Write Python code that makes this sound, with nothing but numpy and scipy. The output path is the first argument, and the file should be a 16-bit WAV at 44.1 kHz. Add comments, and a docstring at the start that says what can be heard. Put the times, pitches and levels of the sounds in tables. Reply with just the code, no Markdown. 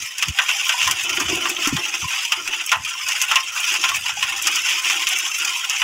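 """Crabs in a metal basin

Live crabs scrabble in shallow water: leg ticks, scrapes and harder claw and shell knocks are noise
bursts and dying sines coloured by the basin wall. Plops, fizz and short wall notes are sines that
climb slightly in pitch. Water sloshing round a hand is noise ringing in the basin's hollow; puffs of
air on a small microphone held above are lumpy low noise, over a faint steady hiss.
"""
import sys
import numpy as np
from scipy import signal
from scipy.io import wavfile
from scipy.ndimage import uniform_filter1d, minimum_filter1d

SR = 44100
rng = np.random.default_rng(int(sys.argv[2]) if len(sys.argv) > 2 else 0)


def volts_from_db(level):
    """Convert decibel levels to linear amplitude ratios."""
    exponent = np.asarray(level, float) / 20
    return 10 ** exponent


def store_wav(level_fs):
    """Save 16-bit WAV to argv[1]."""
    pcm = np.round(np.clip(np.atleast_2d(level_fs), -1, 1) * 32767)
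    wavfile.write(sys.argv[1], SR, pcm.T.astype(np.int16))


N = 257103  # length in samples

# long modes of the basin wall, before random detuning: pitch_hz [Hz], level_db [dB], t60_s [s]
WALL_MODES = [(678, -13, 0.51), (776.6, -2, 0.19), (874, -1.5, 0.27), (1022, 1, 0.21), (1125, -6, 0.12),
              (1281, 3.5, 0.078), (1385, 2.5, 0.11), (1530, 1.5, 0.095)]


def evened(x):
    """Scales a signal to an rms of 1."""
    return x / np.sqrt(np.mean(x ** 2) + 1e-20)


def causal(points, size=4096):
    """Minimum-phase response of energy 1 with the given colour: the sound starts at once, then rings."""
    point_hz, point_db = np.transpose(points)
    hz = abs(np.fft.fftfreq(size, 1 / SR))
    colour_db = np.interp(np.log(hz + 1), np.log(point_hz + 1), point_db)
    log_gain = np.log(volts_from_db(np.maximum(colour_db, -70)))
    # the Hilbert transform of the log gain gives the minimum phase
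    taps = np.fft.ifft(np.exp(log_gain - 1j * signal.hilbert(log_gain).imag)).real[:size // 2]
    return taps / np.linalg.norm(taps)


def add(mix, start_s, sound):
    """Mixes a sound in at its start time, cut off at the end of the mix."""
    part = mix[:, round(start_s * SR):][:, :sound.shape[1]]
    part += sound[:, :part.shape[1]]


def rattle(t60, rise_s, count=6000):
    """A blow scatters round the wall: dense noise that starts fast and dies away."""
    t = np.arange(count) / SR
    return rng.standard_normal(count) * (1 - np.exp(-t / rise_s)) * volts_from_db(-60 * t / t60)


def basin(drive):
    """The wall colours each of the low, middle and high drives with its own resonant response."""
    # wall colour in three parts: frequency_hz [Hz], level_db [dB per Hz, relative]
    low_colour = [(290, -54), (500, -21), (720, -9.5), (1040, 1), (1640, -2), (1900, 2), (2470, -12),
                  (4180, -120)]
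    mid_colour = [(1060, -68), (1800, -10), (2240, -6), (2500, 1), (2680, 1.5), (3280, -3), (3910, -14.5),
                  (4300, -16), (5590, -75), (9460, -120)]
    high_colour = [(2470, -87), (4300, -8), (5000, -1.5), (6010, -0.5), (6930, -2.5), (9040, -18),
                   (10200, -12), (12900, -21), (15400, -16.5)]
    colours = (low_colour, mid_colour, high_colour)
    return sum(signal.oaconvolve(x, causal(c))[:N] for x, c in zip(drive, colours))


def with_ring(tail, ring, ring_db):
    """Adds a ring to a rattle, at a level relative to the rattle's energy."""
    return tail + volts_from_db(ring_db) * ring * np.linalg.norm(tail) / np.linalg.norm(ring)


def spotted(tail, lo_hz, hi_hz, t60, ring_db, count):
    """Adds the few modes that happen to be strong at the spot struck."""
    t = np.arange(len(tail)) / SR
    place, phase = rng.random((2, count, 1))
    hz = lo_hz * (hi_hz / lo_hz) ** place
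    rings = np.sin(2 * np.pi * (hz * t + phase)).sum(0)
    rings = rings * volts_from_db(-60 * t / t60)
    return with_ring(tail, rings, ring_db)


def wall_note(tail, mode, ring_db):
    """Adds one long mode of the wall, detuned a little at random."""
    hz, mode_db, t60 = mode
    t = np.arange(len(tail)) / SR
    detune = rng.uniform(0.98, 1.03)
    ring = np.sin(2 * np.pi * hz * detune * t) * volts_from_db(-60 * t / t60)
    return with_ring(tail, ring, ring_db + mode_db)


def rising_notes(rows, glide, rise_s):
    """Each note is a dying sine whose pitch climbs a little; used for bubbles, plops and wall notes."""
    out, t = np.zeros((1, N)), np.arange(SR // 4) / SR
    for start_s, db, hz, t60 in rows:
        shape = (1 - np.exp(-t / rise_s)) * volts_from_db(db - 60 * t / np.clip(t60, 0.015, 0.4))
        # the pitch climbs by twice glide, as a share of its start, per second
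        note = np.sin(2 * np.pi * hz * t * (1 + glide * t))
        add(out, start_s, (shape * note)[None])
    return out[0]


def activity():
    """Slow level of the legs in dB, which dips briefly as they ease off."""
    # how busy the legs on the wall are: time_s [s], level_db [dB]
    busy_levels = [(0, -25.5), (.3, -30), (.55, -24.5), (.82, -24.5), (1.25, -25.5), (1.9, -26.5),
                   (2.15, -26), (2.42, -28), (2.68, -28.5), (2.95, -28.5), (3.15, -24.5), (3.45, -28.5),
                   (3.65, -23), (4.0, -26), (4.5, -24), (4.75, -23.5), (5.2, -24.5), (5.83, -25)]
    # brief dips as the legs ease off: middle_s [s], depth_db [dB], half_length_s [s]
    pauses = [(0.123, -5, 0.053), (0.344, -0.5, 0.026), (1.552, -3, 0.017), (2.31, -1, 0.012),
              (2.807, -3.5, 0.046), (3.269, -3, 0.014), (4.167, -4, 0.046), (5.061, -4, 0.0089),
              (5.468, -6, 0.006), (5.677, -3, .025)]
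    t = np.arange(N) / SR
    time_s, level_db = np.transpose(busy_levels)
    dips = sum(db * np.exp(-((t - s) / half) ** 4) for s, db, half in pauses)
    return np.interp(t, time_s, level_db) + dips


def room():
    """Faint steady hiss: noise through a fixed colour."""
    # hiss colour: frequency_hz [Hz], level_db [dB per Hz, relative]
    hiss_colour = [(18, -76), (30, -39.5), (1630, -7), (2680, 5), (4190, -12.5), (6380, -2), (16000, -33.5)]
    return volts_from_db(-35) * signal.oaconvolve(rng.standard_normal(N), causal(hiss_colour))[:N]


def puffs_of_air(lumps):
    """Air brushing the microphone: low noise of lumpy level that swells with each puff."""
    # colour of the puffs: frequency_hz [Hz], level_db [dB per Hz, relative]
    puff_colour = [(15, -56), (40, -28), (75, 0.5), (140, -7), (230, -16.5), (350, -21), (480, -71)]
    # puffs: middle_s [s], level_db [dB], half_length_s [s]
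    puff_times = [(0.015, -48, 0.032), (0.294, -31, 0.021), (0.88, -42.5, 0.056), (1.12, -55, 0.14),
                  (1.312, -36.5, 0.077), (1.75, -28.5, 0.03), (2.043, -32, 0.018), (2.455, -62, 0.068),
                  (2.798, -45, 0.047), (3.98, -51, 0.065), (4.203, -52.5, 0.096), (4.352, -60.5, 0.074),
                  (4.533, -62.5, 0.1)]
    t = np.arange(N) / SR
    lumpy = rng.standard_normal(N) * volts_from_db(3.0 * lumps)
    puff = signal.oaconvolve(lumpy, causal(puff_colour, size=16384))[:N]
    swells = sum(volts_from_db(db) * np.exp(-((t - s) / half) ** 2) for s, db, half in puff_times)
    return (volts_from_db(-66.5) + swells) * evened(puff)


def sloshing(lumps):
    """Water slaps stir the basin's hollow: lumpy noise bursts ring its low air and water modes."""
    # slaps: start_s [s], level_db [dB]
    slaps = [(0.876, -41), (1.04, -38.5), (1.098, -40), (1.169, -32), (1.284, -29), (1.359, -31),
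             (1.425, -39), (1.485, -35.5), (1.58, -36), (1.779, -35), (1.925, -45.5), (2.37, -41.5),
             (2.479, -46), (2.574, -53), (3.315, -56), (3.709, -40.5), (3.782, -48), (4.316, -53),
             (4.44, -48), (4.484, -45), (4.707, -49), (4.851, -43), (4.938, -41.5), (5.121, -50),
             (5.219, -59), (5.397, -44.5)]
    # modes of air and water: pitch_hz [Hz], width_hz [Hz, widened 1.5 times below], level_db [dB]
    hollow_modes = [(304, 34, -25), (344.6, 67, 21.5), (696, 147, 26)]
    rise_s, t60_s, calm_db = 0.0041, 0.35, -64.5
    water, t = np.full((1, N), volts_from_db(calm_db)), np.arange(SR // 2) / SR
    for start_s, db in slaps:
        add(water, start_s, ((1 - np.exp(-t / rise_s)) * volts_from_db(db - 60 * t / t60_s))[None])
    # the puffs' lumps, shifted by half the length
    stir = rng.standard_normal(N) * water[0] * volts_from_db(0.93 * np.roll(lumps, N // 2))
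    t = t[:SR // 8]
    ring = sum(volts_from_db(db) * t * np.exp(-np.pi * width * 1.5 * t) * np.sin(2 * np.pi * hz * t)
               for hz, width, db in hollow_modes)
    return signal.oaconvolve(stir, ring / np.linalg.norm(ring))[:N]


def air_and_water():
    """Puffs and sloshing, both made uneven by one slow random curve."""
    lumps = evened(uniform_filter1d(rng.standard_normal(N), size=600))
    return puffs_of_air(lumps) + sloshing(lumps)


def plops_and_wall_notes():
    """Low plops in the water below 350 Hz, and short higher notes of the ringing wall."""
    # plops and wall notes: start_s [s], level_db [dB], pitch_hz [Hz at the start]
    note_rows = [(0.742, -17.5, 960), (1.211, -22, 297), (1.328, -15, 331), (1.655, -15.5, 1320),
                 (1.672, -15, 287), (1.726, -13.5, 268), (1.733, -16, 147), (2.043, -21.5, 1038),
                 (2.187, -27, 1290), (3.917, -18, 1110), (4.39, -31, 1300), (2.865, -26, 1234),
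                 (4.172, -23, 815), (5.128, -43, 800), (2.95, -27.5, 1030), (2.612, -33, 1270),
                 (4.654, -21, 1470)]
    t60_s = 0.073
    return rising_notes([(*row, t60_s) for row in note_rows], glide=0.61, rise_s=0.0011)


def fizz():
    """Small bubbles stirred up at random, each with its own note, louder when the legs are busy."""
    bubbles_per_s, lo_hz, hi_hz = 28, 741.7, 1615
    when, size, pitch, life = rng.random((round(bubbles_per_s * N / SR), 4)).T
    hz = lo_hz * (hi_hz / lo_hz) ** pitch
    db = activity()[(when * N).astype(int)] - 10 + 9 * size ** 2
    t60_s = 0.13 * (0.2 + life)
    return rising_notes(zip(when * N / SR, db, hz, t60_s), glide=0.24, rise_s=0.0053)


def tips():
    """Leg tips tick the wall: short dry treble, some ticks placed, others random and louder with activity."""
    # placed ticks: start_s [s], level_db [dB]
    placed_ticks = [(0.683, -22), (0.9102, -12), (1.035, -21), (1.354, -22), (1.494, -17), (2.6617, -17.5),
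                    (3.2206, -13), (3.6017, -20.5), (3.959, -18), (4.422, -14.5), (5.088, -15.5),
                    (5.1856, -17), (5.3862, -19.5)]
    ticks_per_s = 60
    size_db = 2.14 * np.minimum(rng.exponential(1, N), 3)
    train = volts_from_db(activity() - 8.5 + size_db) * (rng.random(N) < ticks_per_s / SR)
    for start_s, db in placed_ticks:
        train[round(start_s * SR)] = volts_from_db(db)
    kind = rng.integers(0, 6, N)  # six different tick sounds
    ticks = sum(signal.oaconvolve(train * (kind == k), rattle(0.036, 0.00063, count=2000))[:N]
                for k in range(6))
    return signal.oaconvolve(ticks, causal([(3000, -19.5), (6000, 21.0), (15500, 9.0)]))[:N]


def scrapes():
    """A shell dragged along the wall: gritty noise that starts quickly, holds as it slides, then rings out."""
    # scrapes: start_s [s], level_db [dB], length_s [s]
    scrape_rows = [(0.8, -21, 0.032), (0.834, -22.5, 0.038), (0.984, -26, 0.013), (1.62, -23, 0.037),
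                   (1.841, -29, 0.025), (2.08, -27, 0.091), (2.182, -27.5, 0.045), (3.284, -25, 0.054),
                   (3.694, -27.5, 0.072), (3.942, -23, 0.021), (4.057, -22, 0.014), (4.199, -32, 0.05),
                   (4.663, -23.5, 0.062), (4.839, -23.5, 0.025), (5.009, -21, 0.015)]
    rise_s, t60_s = 0.0013, 0.12
    balance = volts_from_db(np.array([[-12], [0], [-7]]))  # low, middle, high
    drive, t = np.zeros((3, N)), np.arange(9000) / SR
    for start_s, db, length_s in scrape_rows:
        shape = (1 - np.exp(-t / rise_s)) * volts_from_db(db - 60 * np.maximum(t - length_s, 0) / t60_s)
        grit = volts_from_db(2.7 * evened(uniform_filter1d(rng.standard_normal(len(t)), size=200)))
        add(drive, start_s, balance * shape * grit * rng.standard_normal((3, len(t))))
    return basin(drive)


def legs():
    """Random ticks of many sizes, in flurries; each crab stays a moment on one spot with its own ring."""
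    ticks_per_s, moves_per_s, crabs, spots = 800, 40, 4, 24
    flurry = evened(uniform_filter1d(uniform_filter1d(rng.standard_normal(N), size=500), size=500))
    struck = rng.random(N) < ticks_per_s / SR
    size = volts_from_db(2.85 * np.minimum(rng.exponential(1, N), 4) + 0.21 * flurry) * struck
    # every crab shifts its hold at random; each tick belongs to a random crab
    moves = np.cumsum(rng.random((crabs, N)) < moves_per_s / SR, axis=1)
    holds = rng.integers(0, spots, (crabs, 400))
    crab = rng.integers(0, crabs, N)
    spot = holds[crab, moves[crab, np.arange(N)]]
    drive = np.zeros((3, N))
    for k in range(spots):
        lean_db = np.array([3.1, 1.4, 1.6]) * rng.standard_normal(3)
        low = wall_note(rattle(0.07, 0.006), WALL_MODES[k % len(WALL_MODES)], -11.5)
        mid = spotted(rattle(0.052, 0.00029), 1901, 4000, 0.15, -15.5, count=3)
        high = spotted(rattle(0.062, 0.00013), 4492, 12990, 0.049, -8.5, count=4)
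        for part, tail, db in zip(drive, (low, mid, high), lean_db):
            part += volts_from_db(db) * signal.oaconvolve(size * (spot == k), tail)[:N]
    activity_db = activity()
    # the low ring follows activity a little less than fully
    low_db = -39 + 0.97 * (activity_db - activity_db.mean())
    levels = volts_from_db(np.array([low_db, activity_db, activity_db - 4]))
    return basin(levels * np.array([evened(part) for part in drive]))


def struck_wall(t):
    """The wall's long modes after one blow, each at a random strength and slightly sharp."""
    return sum(volts_from_db(6.2 * rng.standard_normal() + ring_db - 60 * t / ring_s)
               * np.sin(2 * np.pi * hz * rng.uniform(1.0, 1.04) * t)
               for hz, ring_db, ring_s in WALL_MODES)


def knocks():
    """Claws and shells hit the wall: a sharp crack and a longer rattle; lows linger, treble dies sooner."""
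    # knocks: start_s [s], level_db [dB], weight_db [dB in the low ring], sharpness_db [dB in the treble],
    # note_hz [Hz; 0 is none, values of a few Hz give only a slow swing too low to hear as a note]
    knock_rows = [(0.1818, -13.5, -24, -0.5, 2), (0.2245, 0.5, -17, -9, 1156), (0.283, -9.5, -18, -5, 0),
                  (0.387, 2.5, -8.5, -15.5, 1522), (0.484, -12, -9, -8, 1),
                  (0.4907, -3.5, -11.5, -11.5, 1470), (0.692, -2.5, -10, -8, 1541),
                  (0.875, -8.5, -2.5, -2, 1036), (0.9105, -8.5, -25, -6, 0), (1.094, -11.5, -22, -7, 0),
                  (1.1717, -6, -15, -13, 1), (1.2001, -13.5, -0.5, 0.5, 1176),
                  (1.4546, -10.5, -2, -12, 1156), (1.565, -9.5, -24, -22, 4), (1.6722, -14.5, -0.5, 5, -3),
                  (1.7653, -7.5, -6, -9, 0), (1.939, -12, -10, -12, 1397), (2.2502, -9.5, -34, -7, 4),
                  (2.32, 2, -16, -11, 1219), (2.4758, -6.5, -15.5, -8.5, 3), (2.5335, -7, -15, -21, 1.5),
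                  (2.5978, -9.5, -19, -28, 0), (2.6925, -9, -35, -10, -4), (2.7168, 7, -8.5, -9, 1399),
                  (2.745, -15.5, -2, -20, 848), (2.8474, -10.5, -35, -7, 2), (3.0851, -9, -8.5, -1.5, -0.5),
                  (3.1185, -4, -38, -12.5, 2), (3.215, -5, -15.5, -3, -0.5), (3.3132, -2, -6, -10.5, 1344),
                  (3.3566, 7.5, -15, -9, 1042), (3.561, -17.5, -1, -24, 1494),
                  (3.7399, -10.5, -6.5, -4, -1), (3.8388, 1.5, -11.5, -12.5, 1373),
                  (3.8899, -8.5, -5.5, -6.5, 1367), (4.0929, -8.5, -10.5, -15, 867),
                  (4.2263, -1.5, -15.5, -14.5, 1044), (4.3221, -10.5, -9.5, -19, 1),
                  (4.379, -17, -6.5, -5, -1.5), (4.47, 0, -13, -1.5, 1234), (4.5573, -16.5, -63, 6, -15),
                  (4.8989, -4, -10, -10, 0), (5.069, -2.5, -19, -8.5, 3), (5.131, -8, -30, -9, 0),
                  (5.4483, -12, -10, -0.5, 0), (5.6965, -12, -10, 0.5, -0.5),
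                  (5.817, -3, -6.5, -13.5, -1.5)]
    drive, notes, t = np.zeros((3, N)), [], np.arange(6000) / SR
    for start_s, db, weight_db, sharp_db, note_hz in knock_rows:
        t60 = 0.088 * volts_from_db(-0.12 * db)  # softer knocks rattle longer
        low = volts_from_db(weight_db - 12.0) * (rattle(2.3 * t60, 0.00089) + volts_from_db(-23) * struck_wall(t))
        mid = volts_from_db(-12.5) * rattle(t60, 0.00022) + volts_from_db(-9.0) * rattle(0.028, 0.00011)
        high = volts_from_db(sharp_db - 4.0) * rattle(0.52 * t60, 0.00029)
        add(drive, start_s, volts_from_db(db) * np.array([low, mid, high]))
        if note_hz:
            notes.append((start_s, db + weight_db - 4.5, note_hz, 0.075))
    return basin(drive) + rising_notes(notes, glide=0.46, rise_s=0.0015)


def band_notch(x):
    """A fixed dip near 4.2 kHz in the colour: part of one band is taken away."""
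    notch_hz, width_hz, share = 4244, 670, 0.44
    band = signal.lfilter(*signal.iirpeak(notch_hz, notch_hz / width_hz, SR), x)
    return x - share * band


def scene():
    """Crabs and hiss with the dip in their colour, then the plops, wall notes, water and air without it."""
    crabs = knocks() + scrapes() + legs() + tips() + room()
    return (band_notch(crabs) + plops_and_wall_notes() + fizz() + air_and_water())[None]


def suppress_noise(x):
    """Lowers each frequency bin while its smoothed power is near its usual floor."""
    z = signal.stft(x, nperseg=1024, noverlap=768)[2]
    power = uniform_filter1d(uniform_filter1d(abs(z) ** 2, size=5, axis=1), size=4, axis=2)
    power_db = 10 * np.log10(abs(power) + 1e-16)
    over_db = power_db - np.percentile(power_db, 20, axis=2, keepdims=True)
    gain = volts_from_db(-4.5 * np.clip(1 - over_db / 6, 0, 1.5))
    return signal.istft(z * gain, nperseg=1024, noverlap=768)[1][:, :N]


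def limit(x):
    """Turns the loudest knocks down towards a ceiling, over windows of about 4 ms."""
    ceiling_db, window = -2.5, 177
    peak = -minimum_filter1d(-abs(x), size=window, axis=1)
    gain = np.minimum(1, volts_from_db(ceiling_db) / (peak + 1e-9))
    return x * uniform_filter1d(gain, size=window, axis=1)


def band_limit(x):
    """A steep low-pass at the top of the band."""
    return signal.sosfilt(signal.butter(12, 16660, fs=SR, output="sos"), x)


def record(dry):
    """A noise suppressor, a limiter, then a steep treble cut."""
    limited = limit(suppress_noise(dry))
    edge_hz = 15750
    edge = signal.firwin(255, edge_hz, window=("kaiser", 5), fs=SR)
    finished = signal.oaconvolve(limited, edge[None], "same")
    return band_limit(finished)


dry = scene()
out = record(dry)
store_wav(out)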